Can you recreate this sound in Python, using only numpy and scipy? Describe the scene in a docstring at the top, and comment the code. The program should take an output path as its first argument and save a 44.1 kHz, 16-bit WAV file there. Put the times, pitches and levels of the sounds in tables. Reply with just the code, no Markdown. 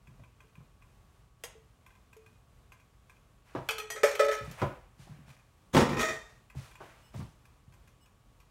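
"""A hand can opener ticks round a tin can: each slipping gear tooth kicks damped modes and a noise burst.
The cutter snaps through the rim as decaying noise and a ringing lid; the can's end plate and wall clank
as sums of modes. A bin and its tins answer with dull thuds, clatter and a crinkling bag. Footfalls, knocks
and clothes are coloured noise, the crank squeaks as a few swelling partials, and a small kitchen adds
a short echo over faint hum and room noise."""
import sys
import numpy as np
from scipy import signal
from scipy.fft import rfft, irfft, next_fast_len
from scipy.io import wavfile
from scipy.ndimage import map_coordinates

SR = 44100
rng = np.random.default_rng(int(sys.argv[2]) if len(sys.argv) > 2 else 0)


def store_pcm(level_fs):
    """Save levels as 16-bit WAV."""
    pcm = np.round(np.clip(level_fs, -1, 1) * 32767).astype(np.int16)
    wavfile.write(sys.argv[1], SR, np.atleast_2d(pcm).T)


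N = 374850
AGE = np.arange(SR * 3 // 4) / SR  # time since a blow [s]
FIRST = SR // 40  # 25 ms [samples]

# "Nominal" levels and decay times are trimmed or scaled where the sound is played.
# Levels of blows refer to the rms of their first 25 ms.


def amp(db):
    """Logarithmic level: decibels to linear gain."""
    return 10 ** (np.asarray(db) / 20)


def unit(x):
    """Normalisation by mean power: scale to rms 1."""
    return x / np.sqrt(np.mean(x ** 2) + 1e-20)


def struck(x):
    """Normalisation by onset power: the first 25 ms of a blow get rms 1."""
    return x / np.sqrt(np.mean(x[:FIRST] ** 2) + 1e-20)


def along(points, hz):
    """Logarithmic frequency scale: interpolate (frequency, value) points on it."""
    f, v = np.transpose(points)
    return np.interp(np.log(hz + 1), np.log(np.sort(f) + 1), v)


def fade(t60, t=AGE):
    """Exponential decay: amplitude falls 60 dB in t60 seconds."""
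    return np.exp(-np.log(1000) * t / np.maximum(t60, 1e-3))


def wobble(rate, size):
    """Band-limited fluctuation: a smooth random curve with rate knots a second."""
    knots = rng.standard_normal(int(size * rate / SR) + 4)
    smooth = map_coordinates(knots, [np.arange(8 * len(knots)) / 8], mode="nearest")
    return np.interp(np.arange(size) * 8 * rate / SR, np.arange(len(smooth)), smooth)


def colour(x, points):
    """Minimum-phase filtering: the folded cepstrum makes the given response causal."""
    size = 2 * next_fast_len(len(x) // 2 + 4096)
    level_db = along(points, np.fft.rfftfreq(size, 1 / SR))
    cepstrum = irfft(np.log(amp(level_db) + 1e-6))
    cepstrum[1:size // 2] *= 2
    cepstrum[size // 2 + 1:] = 0
    response = np.exp(rfft(cepstrum))
    return irfft(rfft(x, size) * response)[:len(x)]


def add(track, s, sound):
    """Superposition: mix a sound in at time s."""
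    start = max(round(s * SR), 0)
    track[start:start + len(sound)] += sound[:max(N - start, 0)]


def crowd(size, ripple_db):
    """High modal density: noise with random spectral ripple, knots 60 Hz apart, deeper in the treble."""
    hz = np.fft.rfftfreq(size, 1 / SR)
    knots = np.arange(0, SR, 60)
    ripple = np.interp(hz, knots, rng.standard_normal(len(knots)))
    depth = ripple_db * hz / (hz + 3000)
    return irfft(rfft(rng.standard_normal(size)) * amp(depth * ripple), size)


def burst(spectrum, t60, crack, rise=0.00144):
    """Impact excitation: a sharp crack over a crowd of quickly dying resonances."""
    shape = (fade(t60) + crack * fade(0.0059)) * (1 - fade(rise))
    grain = crowd(len(AGE), ripple_db=7)
    return struck(colour(grain * shape, spectrum))


def ring(modes, length, waver, buzz, pitch=1):
    """Modal superposition: damped sines, their phase blurred by grip and roughened by loose contact."""
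    out = np.zeros(len(AGE))
    for k, (hz, db, t60) in enumerate(modes):
        strength = (-1) ** k * amp(db + rng.uniform(-1.5, 1.5))
        blur = waver * np.sqrt(hz / 1000) * wobble(70, size=len(AGE))
        phase = 2 * np.pi * hz * pitch * AGE + blur
        rough = 1 + buzz * np.sqrt(hz / 2000) * wobble(350, size=len(AGE))
        out += strength * fade(t60 * length) * rough * np.sin(phase)
    return struck(out * (1 - fade(.004)))


def stroke(s, length, rise, t60):
    """Gesture envelope: a linear rise from time s, a hold until s + length, exponential decay."""
    t = np.arange(N) / SR - s
    return np.clip(t / rise, 0, 1) * fade(t60, np.maximum(t - length, 0))


def rustle(spectrum, grain_db, rate):
    """Friction noise: random level swings gather it into small clumps."""
    clumps = amp(grain_db * wobble(rate, size=N))
    return unit(colour(rng.standard_normal(N) * clumps, spectrum))


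def chatter(spectrum, rate, t60):
    """Random micro-impacts: contacts of uneven size, on average rate a second."""
    hits = (rng.random(N) < rate / SR) * rng.uniform(0.2, 1, N)
    shape = signal.fftconvolve(hits, fade(t60))[:N]
    grain = crowd(N, ripple_db=7)
    return unit(colour(grain * shape, spectrum))


# Room noise spectrum: (frequency [Hz], relative level [dB])
AIR_SPECTRUM = [(25, -12), (45, 0.5), (75, -6), (115, -9), (160, -12.5), (300, -21.5), (600, -24),
                (1150, -25.5), (1900, -32), (3000, -33), (4800, -38.5), (7700, -38.5), (12000, -43.5),
                (15800, -47)]
# Appliance hum partials: (frequency [Hz], level [dB])
HUM_PARTIALS = [(120, -72.5), (1125, -81), (1243, -87)]
AIR_DB = -61.5


def background():
    """Stationary noise and phase-modulated tones: room rumble, hiss and a faintly unsteady hum."""
    t = np.arange(N) / SR
    hum = np.zeros(N)
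    for hz, db in HUM_PARTIALS:
        hum += amp(db) * unit(np.sin(2 * np.pi * hz * t + 0.42 * wobble(11, size=N)))
    return hum + amp(AIR_DB) * rustle(AIR_SPECTRUM, grain_db=0.9, rate=9.0)


# Opener ticks, mostly the gear slipping a tooth, the one at 5.3 s a rattle in the hand: (time [s], nominal
# level [dB])
OPENER_TICKS = [(0.0714, -54), (0.2357, -53.5), (0.404, -51.5), (0.554, -54), (0.8221, -55), (1.863, -51),
                (1.952, -59.5), (2.129, -51.5), (2.262, -53.5), (2.7199, -47.5), (3.0952, -51),
                (5.3012, -55), (6.4998, -50), (6.7131, -52), (6.754, -48.5), (7.453, -58), (7.723, -62.5),
                (8.0581, -60.5), (8.4007, -58.5)]
# Spells of handling, the grip setting the brightness: (start [s], end [s], nominal edge re tick [dB])
HANDLING_SPELLS = [(0, 1.3, -17), (1.6, 3.302, -13), (5.2, 6.802, -14), (7.391, 8.504, -6.5)]
# Faint teeth that mesh in between: rate [1/s], nominal level [dB], half-range about it [dB]
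FAINT_TICKS_PER_S, FAINT_TICK_DB, FAINT_SPREAD_DB = 2.3, -63, 5.5


def tick_schedule():
    """Intermittent meshing: listed ticks and random faint teeth, as (time, level, edge)."""
    ticks = []
    for start, end, edge_db in HANDLING_SPELLS:
        ticks += [(s, db, edge_db) for s, db in OPENER_TICKS if start <= s < end]
        for when, size in rng.random((int((end - start) * FAINT_TICKS_PER_S), 2)):
            level_db = FAINT_TICK_DB + FAINT_SPREAD_DB * (2 * size - 1)
            ticks.append((start + when * (end - start), level_db, edge_db))
    return ticks


# Gear modes: (frequency [Hz], mean relative level [dB], t60 [s])
GEAR_MODES = [(1017, -0.5, 0.057), (1190, -7.5, .05), (1574, -3, 0.061), (1690, -10.5, 0.045),
              (2060, -5.5, 0.058), (2320, -21, 0.034), (2390, -2.5, 0.066), (2510, 1.5, 0.057),
              (2760, -8, 0.045), (3310, -8, 0.036)]
# Bright contact spectrum of cutter and gear: (frequency [Hz], relative level [dB])
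CUTTING_SPECTRUM = [(200, -26.5), (450, 8), (1000, 3.5), (1800, 1.5), (2400, 0.5), (3400, -1.5), (4500, -4),
                    (7000, -0.5), (9500, -6.5), (12500, -3.5), (15500, -16)]


def gear_ticks():
    """Impulsive modal excitation: each tooth rings the gear and adds a bright noise edge."""
    out = np.zeros(N)
    for s, db, edge_db in tick_schedule():
        add(out, s, amp(db - 10) * ring(GEAR_MODES, length=1.0, waver=0.98, buzz=0.54))
        edge = burst(CUTTING_SPECTRUM, t60=0.079, crack=0.6, rise=0.0056)
        add(out, s, amp(db + edge_db - 4.5) * edge)
    return out


# Footfalls: (heel time [s], nominal level [dB])
FOOTFALLS = [(0.076, -53), (0.19, -53.5), (0.575, -49), (3.561, -45.5), (4.405, -44.5), (4.474, -41.5),
             (4.618, -30.5), (4.99, -50), (5.09, -47), (5.18, -53), (5.271, -55.5), (6.55, -38.5),
             (7.143, -37.5), (7.19, -36.5), (7.674, -52.5)]
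# Floorboard spectrum: (frequency [Hz], relative level [dB])
FLOOR_SPECTRUM = [(30, -30), (60, -4.5), (85, -10), (125, 6), (155, -1.5), (210, -13.5), (350, -23),
                  (900, -61)]
HEEL_DB, HEEL_T60_S = -1.5, 0.1  # re nominal level
SOLE_DB, SOLE_T60_S, SOLE_LAG_S = -5.0, 0.13, 0.0261  # the sole comes down after the heel


def footsteps():
    """Soft impact: heel then sole excite the floor with gradual, low-pitched noise bursts."""
    out = np.zeros(N)
    for s, db in FOOTFALLS:
        heel = burst(FLOOR_SPECTRUM, HEEL_T60_S, crack=0, rise=0.014)
        sole = burst(FLOOR_SPECTRUM, SOLE_T60_S, crack=0, rise=0.017)
        add(out, s, amp(db + HEEL_DB) * heel)
        add(out, s + SOLE_LAG_S, amp(db + SOLE_DB) * sole)
    return out


# Knocks on counter and cupboard: (time [s], nominal level [dB], t60 [s])
WOOD_KNOCKS = [(0.196, -63, 0.12), (0.604, -64, 0.12), (3.550, -33, 0.18), (3.577, -40.5, 0.091),
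               (4.616, -27, 0.13), (4.718, -54.5, 0.13), (5.069, -57, .3), (6.548, -59, 0.089),
               (6.804, -46.5, 0.22), (7.140, -48, 0.16), (7.203, -50.5, 0.13)]
# Wood spectrum: (frequency [Hz], relative level [dB])
WOOD_SPECTRUM = [(41, -35), (70, -21.5), (100, -8.5), (136, -2), (242, -16), (309, -5), (461, -13.5),
                 (562, -6.5), (937, -12.5), (1340, -18), (2270, -28.5), (2600, -33), (2900, -32.5),
                 (14000, -64)]


def knocks():
    """Heavily damped impact: wood answers with short, dull bursts."""
    out = np.zeros(N)
    for s, db, t60 in WOOD_KNOCKS:
        add(out, s, amp(db - 1.0) * burst(WOOD_SPECTRUM, t60, crack=0.46, rise=.005))
    return out


GRIP_S, GRIP_T60_S = 4.365, .45  # the hand closes on the can


def grip():
    """Added damping: a gain that is 1 until the hand closes, then decays."""
    return fade(GRIP_T60_S, np.maximum(np.arange(N) / SR - GRIP_S, 0))


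# Can end popping in and out: (time [s], level before grip [dB], pitch [Hz], nominal t60 [s])
END_FLEXES = [(0.44, -69, 440, 0.3), (1.552, -58, 441, .25), (2.165, -56, 438.6, 0.37),
              (3.695, -46.5, 444, 0.78), (3.79, -46, 430, 0.95), (3.904, -63, 428, .5),
              (3.95, -47.5, 435.6, 0.38)]


def end_flexes():
    """Snap-through buckling: the strained end plate pops and rings in one mode."""
    out = np.zeros(N)
    for s, db, hz, t60 in END_FLEXES:
        add(out, s, amp(db) * ring([(hz, 0, t60)], length=0.88, waver=.25, buzz=0.17))
    return out * grip()


# Cutter snapping through the rim: (time [s], nominal crack level [dB], crack t60 [s], lid level [dB])
RIM_SNAPS = [(1.437, -36, 0.083, -67), (2.167, -61.5, 0.04, -82), (3.688, -33, 0.067, -31.5),
             (3.708, -35, 0.1, -50.5), (3.782, -40, 0.067, -42), (3.80, -48.5, 0.072, -43),
             (3.902, -37.5, 0.12, -46.5), (4.152, -41.5, 0.11, -43), (4.513, -47.5, 0.071, -63)]
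# Lid modes: (frequency [Hz], mean relative level [dB], nominal t60 [s])
LID_MODES = [(860.4, -13.5, 0.69), (1143, -14, 0.14), (1278, -5.5, 0.27), (1620, -7, 0.17),
             (2236, 4.5, 0.077), (2190, -6, 0.067), (2520, -2.5, 0.21), (2495, -3.5, 0.28),
             (2656, -4.5, 0.059), (3070, -11, 0.34), (3434, -6.5, 0.093), (3365, -8, 0.23),
             (4230, -10, 0.13), (4450, -29, 0.13)]


def rim_snaps():
    """Sudden release of strain: a crack of noise and the freed lid's modes."""
    out = np.zeros(N)
    for s, db, t60, lid_db in RIM_SNAPS:
        add(out, s, amp(db - 6.5) * burst(CUTTING_SPECTRUM, t60, crack=1.25, rise=0.0032))
        add(out, s, amp(lid_db) * ring(LID_MODES, length=0.35, waver=.45, buzz=0.89))
    return out


# Brushing of clothes and soles: (time [s], length [s], hiss level [dB], rub level [dB])
BRUSHES = [(3.442, 0.3, -72.5, -64.5), (4.413, 0.14, -61.5, -55.5), (4.572, 0.024, -63.5, -45.5),
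           (4.974, 0.062, -64, -65), (5.086, 0.14, -89, -69.5), (5.258, 0.042, -66.5, -63),
           (6.544, .11, -60.5, -58), (6.792, 0.12, -70, -59.5), (6.95, 0.25, -79, -75),
           (7.127, .065, -62.5, -61.5)]
# Treble part of the brushing: (frequency [Hz], relative level [dB])
HISS_SPECTRUM = [(1500, -19), (3000, 7.5), (6500, 3.5), (10000, -0.5), (15500, -13)]
# Lower part of the brushing: (frequency [Hz], relative level [dB])
RUB_SPECTRUM = [(250, -12), (600, 6.5), (1400, 5), (2600, 2.5), (4500, -20)]
SWISH_RISE_S, SWISH_T60_S = 0.037, 0.58


def swishes():
    """Sliding friction: two bands of clumped noise swell with each move."""
    out = np.zeros(N)
    hiss = rustle(HISS_SPECTRUM, grain_db=1, rate=350)
    rub = rustle(RUB_SPECTRUM, grain_db=0.5, rate=180)
    for s, length, hiss_db, rub_db in BRUSHES:
        move = stroke(s, length, SWISH_RISE_S, SWISH_T60_S)
        out += move * (amp(hiss_db) * hiss + amp(rub_db) * rub)
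    return out


# Ringing of the opener's arms: (time [s], level [dB])
ARM_CHINKS = [(3.787, -50), (3.903, -41)]
# Steel arm modes: (frequency [Hz], mean relative level [dB], nominal t60 [s])
ARM_MODES = [(1890, 4.5, 0.36), (3220, -6, 0.34), (4907, -3.5, .2), (5980, 2, 0.35), (6330, -20, .3),
             (6790, -3, 0.21), (7830, -4.5, .3), (8660, -7, .35), (9300, -1.5, 0.23), (11300, -13, .25),
             (12000, -4, 0.22)]


def arm_chinks():
    """Bar vibration: the steel arms ring in bright modes."""
    out = np.zeros(N)
    for s, db in ARM_CHINKS:
        add(out, s, amp(db) * ring(ARM_MODES, length=0.79, waver=0.17, buzz=0.39))
    return out


# Blows on the can: (time [s], end-plate level before grip [dB], wall level [dB], contact level [dB],
# share of the full ring length [ratio], end-plate pitch under the grip [ratio])
CAN_BLOWS = [(3.96, -46.5, -46.5, -47.5, 0.53, 0.96), (4.033, -19, -29, -29.5, 0.18, 0.99),
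             (4.043, -27.5, -49, -46, 0.22, .97), (4.066, -42, -38.5, -52.5, 0.48, .94),
             (4.111, -46, -53, -44.5, 0.64, 0.91), (4.194, -21, -27, -36.5, 0.82, 0.99),
             (4.284, -31.5, -36.5, -46, 0.41, 1), (4.314, -42, -35.5, -41.5, 0.81, 0.97),
             (4.374, -48, -41.5, -54, .8, 0.93)]
# End-plate modes: (nominal frequency [Hz], mean relative level [dB], nominal t60 [s])
END_MODES = [(405, -12, .3), (436.4, -2, 1), (521, -2, 0.249), (570, 0, 0.64), (606.6, -5.5, 0.5),
             (642, -8.5, 0.65), (862, -18.5, 1)]
# Can wall modes: (frequency [Hz], mean relative level [dB], nominal t60 [s])
WALL_MODES = [(1292, 3, 0.48), (1270, -6.5, 0.22), (1714, -7, 0.33), (1757, -5.5, 0.38), (1980, -12, 0.7),
              (1990, -9.5, 0.13), (2220, -18, 0.14), (2430, -9, 0.39), (2490, -18.5, 0.62),
              (3000, -17.5, 0.3), (3280, -18, 0.29), (3600, -17.5, 0.55), (3990, -20.5, .3),
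              (4590, -25, .25), (4500, -22, 0.38), (5400, -17, 0.4)]
# Metal contact spectrum: (frequency [Hz], relative level [dB])
CONTACT_SPECTRUM = [(250, -20.5), (500, 0.5), (950, 1.5), (2100, 10), (2900, -3.5), (4400, -4),
                    (5000, -7.5), (6500, -4.5), (9000, -9), (10200, -18), (11400, -10.5), (15500, -23.5)]


def can_clanks():
    """Plate and shell vibration: end and wall ring, and a bright contact marks each blow."""
    contact, end, wall = np.zeros(N), np.zeros(N), np.zeros(N)
    for s, end_db, wall_db, contact_db, length, pitch in CAN_BLOWS:
        add(contact, s, amp(contact_db) * burst(CONTACT_SPECTRUM, t60=0.19, crack=0.93))
        add(end, s, amp(end_db) * ring(END_MODES, length, waver=0.18, buzz=.18, pitch=pitch))
        add(wall, s, amp(wall_db) * ring(WALL_MODES, length, waver=0.53, buzz=0.21))
    return contact, end * grip() + wall


CHATTER_DB, CHATTER_RISE_S, CHATTER_T60_S = -10.5, .008, 0.62  # level re wall, before grip


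def edge_chatter():
    """Repeated micro-impact: the cut edge chatters on the opener after each blow until gripped."""
    power = np.zeros(N)
    for s, _, wall_db, *_ in CAN_BLOWS:
        power += (amp(wall_db) * stroke(s, 0, CHATTER_RISE_S, CHATTER_T60_S)) ** 2
    shaking = amp(CHATTER_DB) * np.sqrt(power) * grip()
    return shaking * chatter(CONTACT_SPECTRUM, rate=220, t60=0.035)


# Can dragging the bin bag down: (time [s], length [s], level [dB])
BAG_CRUMPLES = [(5.728, .05, -38.5), (5.894, .09, -62), (5.98, 0.043, -35)]
# Plastic film spectrum: (frequency [Hz], relative level [dB])
PLASTIC_SPECTRUM = [(1200, -2.5), (2500, -8.5), (3600, -1.5), (4800, -18), (6000, -5), (7500, -14),
                    (9000, -16.5), (12500, -20.5), (15500, -27)]
CRUMPLE_RISE_S, CRUMPLE_T60_S = 0.024, 0.35


def bag_crumples():
    """Crackling noise: the creasing film gives many tiny random clicks."""
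    drag = np.zeros(N)
    for s, length, db in BAG_CRUMPLES:
        drag += amp(db) * stroke(s, length, CRUMPLE_RISE_S, CRUMPLE_T60_S)
    return drag * chatter(PLASTIC_SPECTRUM, rate=420, t60=0.044)


# Can tumbling into the bin: (time [s], nominal level [dB], thud t60 [s])
BIN_TUMBLES = [(5.736, -34, 0.255), (5.747, -22.5, 0.21), (5.766, -19.5, .16), (5.805, -24, 0.12),
               (5.814, -30, 0.33), (5.89, -32, .36), (5.93, -36.5, 0.27), (5.968, -33, 0.21),
               (6.1, -45, 0.084)]
# Bin thud spectrum: (frequency [Hz], relative level [dB])
BIN_SPECTRUM = [(24, -34.5), (40, -11), (263, -4), (541, -8.5), (582, -13), (1030, -11.5), (1730, -22),
                (2390, -19.5), (2990, -29), (3390, -27), (15000, -50.5)]
# Bin wall modes: (frequency [Hz], mean relative level [dB], nominal t60 [s])
BIN_MODES = [(88, -1.5, 0.11), (143.5, 1.5, 0.44), (192, -8, 0.117), (218.6, -1, .22), (247, 5, .2),
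             (278.7, -0.5, 0.18), (341, -2, 0.4), (397.7, -3, 0.3), (482, -10.5, 0.41), (529, 1, 0.17)]
BOOM_DB = -2  # the bin's walls, re nominal level


def bin_tumbles():
    """Panel vibration: a dull thud and the bin walls' low modes at each blow."""
    out = np.zeros(N)
    for s, db, t60 in BIN_TUMBLES:
        add(out, s, amp(db - 1.5) * burst(BIN_SPECTRUM, t60, crack=0.55, rise=.005))
        add(out, s, amp(db + BOOM_DB) * ring(BIN_MODES, length=0.65, waver=0.61, buzz=0.9))
    return out


# Landing among other tins: (time [s], nominal ring level [dB], contact level [dB])
TIN_BLOWS = [(5.775, -42, -37.5), (5.808, -37.5, -52), (5.929, -40, -61.5), (5.970, -35.5, -53.5),
             (5.993, -30.5, -36), (6.030, -28.5, -40), (6.086, -33.5, -46), (6.125, -44, -52),
             (6.250, -64, -68), (6.296, -63, -65)]
# Modes of the tins: (frequency [Hz], mean relative level [dB], nominal t60 [s])
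TIN_MODES = [(356, -12, 0.23), (437.8, -1, 0.25), (624, -7.5, 0.36), (647.3, -6, 0.34), (718, -16, 0.53),
             (1212, -14.5, 0.56), (1270, 1.5, 0.17), (1746, -8.5, 0.19), (1860, 0, 0.47), (1980, -5, 0.33),
             (2300, -30, .25), (2453, -1, 0.19), (2590, -20.5, 0.16), (3140, -18, 0.35), (3450, -18, 0.31),
             (3640, -13, 0.47), (4080, -23.5, .3), (5630, -12, 0.22), (6980, -23.5, 0.36),
             (7260, -18.5, 0.22)]
# Tin on tin contact spectrum: (frequency [Hz], relative level [dB])
TIN_SPECTRUM = [(300, -8.5), (900, 2), (1500, 3), (2500, 0), (3000, -9), (3700, -7.5), (4800, -7),
                (5900, -5.5), (7600, -6), (8800, -15), (12000, -21), (15500, -28)]


def tin_clatter():
    """Shell vibration by collision: tins ring and clack at each blow."""
    contact, rings = np.zeros(N), np.zeros(N)
    for s, ring_db, contact_db in TIN_BLOWS:
        add(contact, s, amp(contact_db) * burst(TIN_SPECTRUM, t60=0.39, crack=2))
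        add(rings, s, amp(ring_db - 1.5) * ring(TIN_MODES, length=0.98, waver=0.6, buzz=0.31))
    return contact, rings


# Faint crank squeaks: (time [s], level before the swell [dB], length [s])
CRANK_SQUEAKS = [(7, -68, 0.13), (7.991, -69, 0.083)]
# Crank bending modes: (frequency [Hz], mean relative level [dB])
CRANK_MODES = [(2920, -4), (5255, -7), (8055, -8), (11332, -16), (15084, -17)]


def squeaks():
    """Friction-driven vibration: the crank's bending modes swell and fade."""
    out = np.zeros(N)
    for s, db, length in CRANK_SQUEAKS:
        swell = np.sin(np.pi * np.minimum(AGE / length, 1)) ** 2
        tone = np.zeros(len(AGE))
        for hz, level_db in CRANK_MODES:
            phase = 2 * np.pi * hz * AGE + 1.0 * wobble(150, size=len(AGE))
            tone += amp(level_db + rng.normal()) * np.sin(phase)
        add(out, s, amp(db) * swell * unit(tone))
    return out


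# Kitchen reverberation: (frequency [Hz], t60 [s])
KITCHEN_DECAY = [(100, 0.19), (500, 0.41), (2000, 0.41), (7000, 0.33), (15000, 0.12)]


def room(x):
    """Diffuse reverberation: convolution with noise whose decay time depends on frequency."""
    hz, t, z = signal.stft(rng.standard_normal(len(AGE)), SR, nperseg=256)
    decay = fade(along(KITCHEN_DECAY, hz)[:, None], t)
    tail = signal.istft(z * decay, SR, nperseg=256)[1]
    tail = np.concatenate([np.zeros(round(.004 * SR)), tail])  # 4 ms before the echo
    return signal.fftconvolve(x, tail / np.linalg.norm(tail))[:N]


def scene():
    """Superposition of direct and reverberant sound: blows echo, while friction and hum stay dry."""
    air, ticks, steps, wood = background(), gear_ticks(), footsteps(), knocks()
    flexes, snaps, brushing, chinks = end_flexes(), rim_snaps(), swishes(), arm_chinks()
    can_contact, can_ring = can_clanks()
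    rustling = brushing + edge_chatter() + bag_crumples()
    dull = steps + wood + bin_tumbles()
    tin_contact, tin_ring = tin_clatter()
    bright = ticks + snaps + chinks + can_contact + tin_contact
    tin = flexes + can_ring + tin_ring
    echo = room(amp(-6.5) * bright + amp(-11.5) * tin + amp(-8.0) * dull)
    return (bright + tin + dull + echo + squeaks() + rustling + air)[None]


TOP_HZ = 15850  # upper band limit


def record(dry):
    """Band limitation: a high-pass rolls off deep bass and a spectral cut removes the top."""
    size = next_fast_len(N + SR)
    high_pass = signal.butter(4, 36, "highpass", fs=SR, output="sos")
    thinned = signal.sosfilt(high_pass, dry)
    kept = np.fft.rfftfreq(size, 1 / SR) < TOP_HZ
    return irfft(rfft(thinned, size) * kept, size)[:, :N]


dry = scene()
out = record(dry)
store_pcm(out)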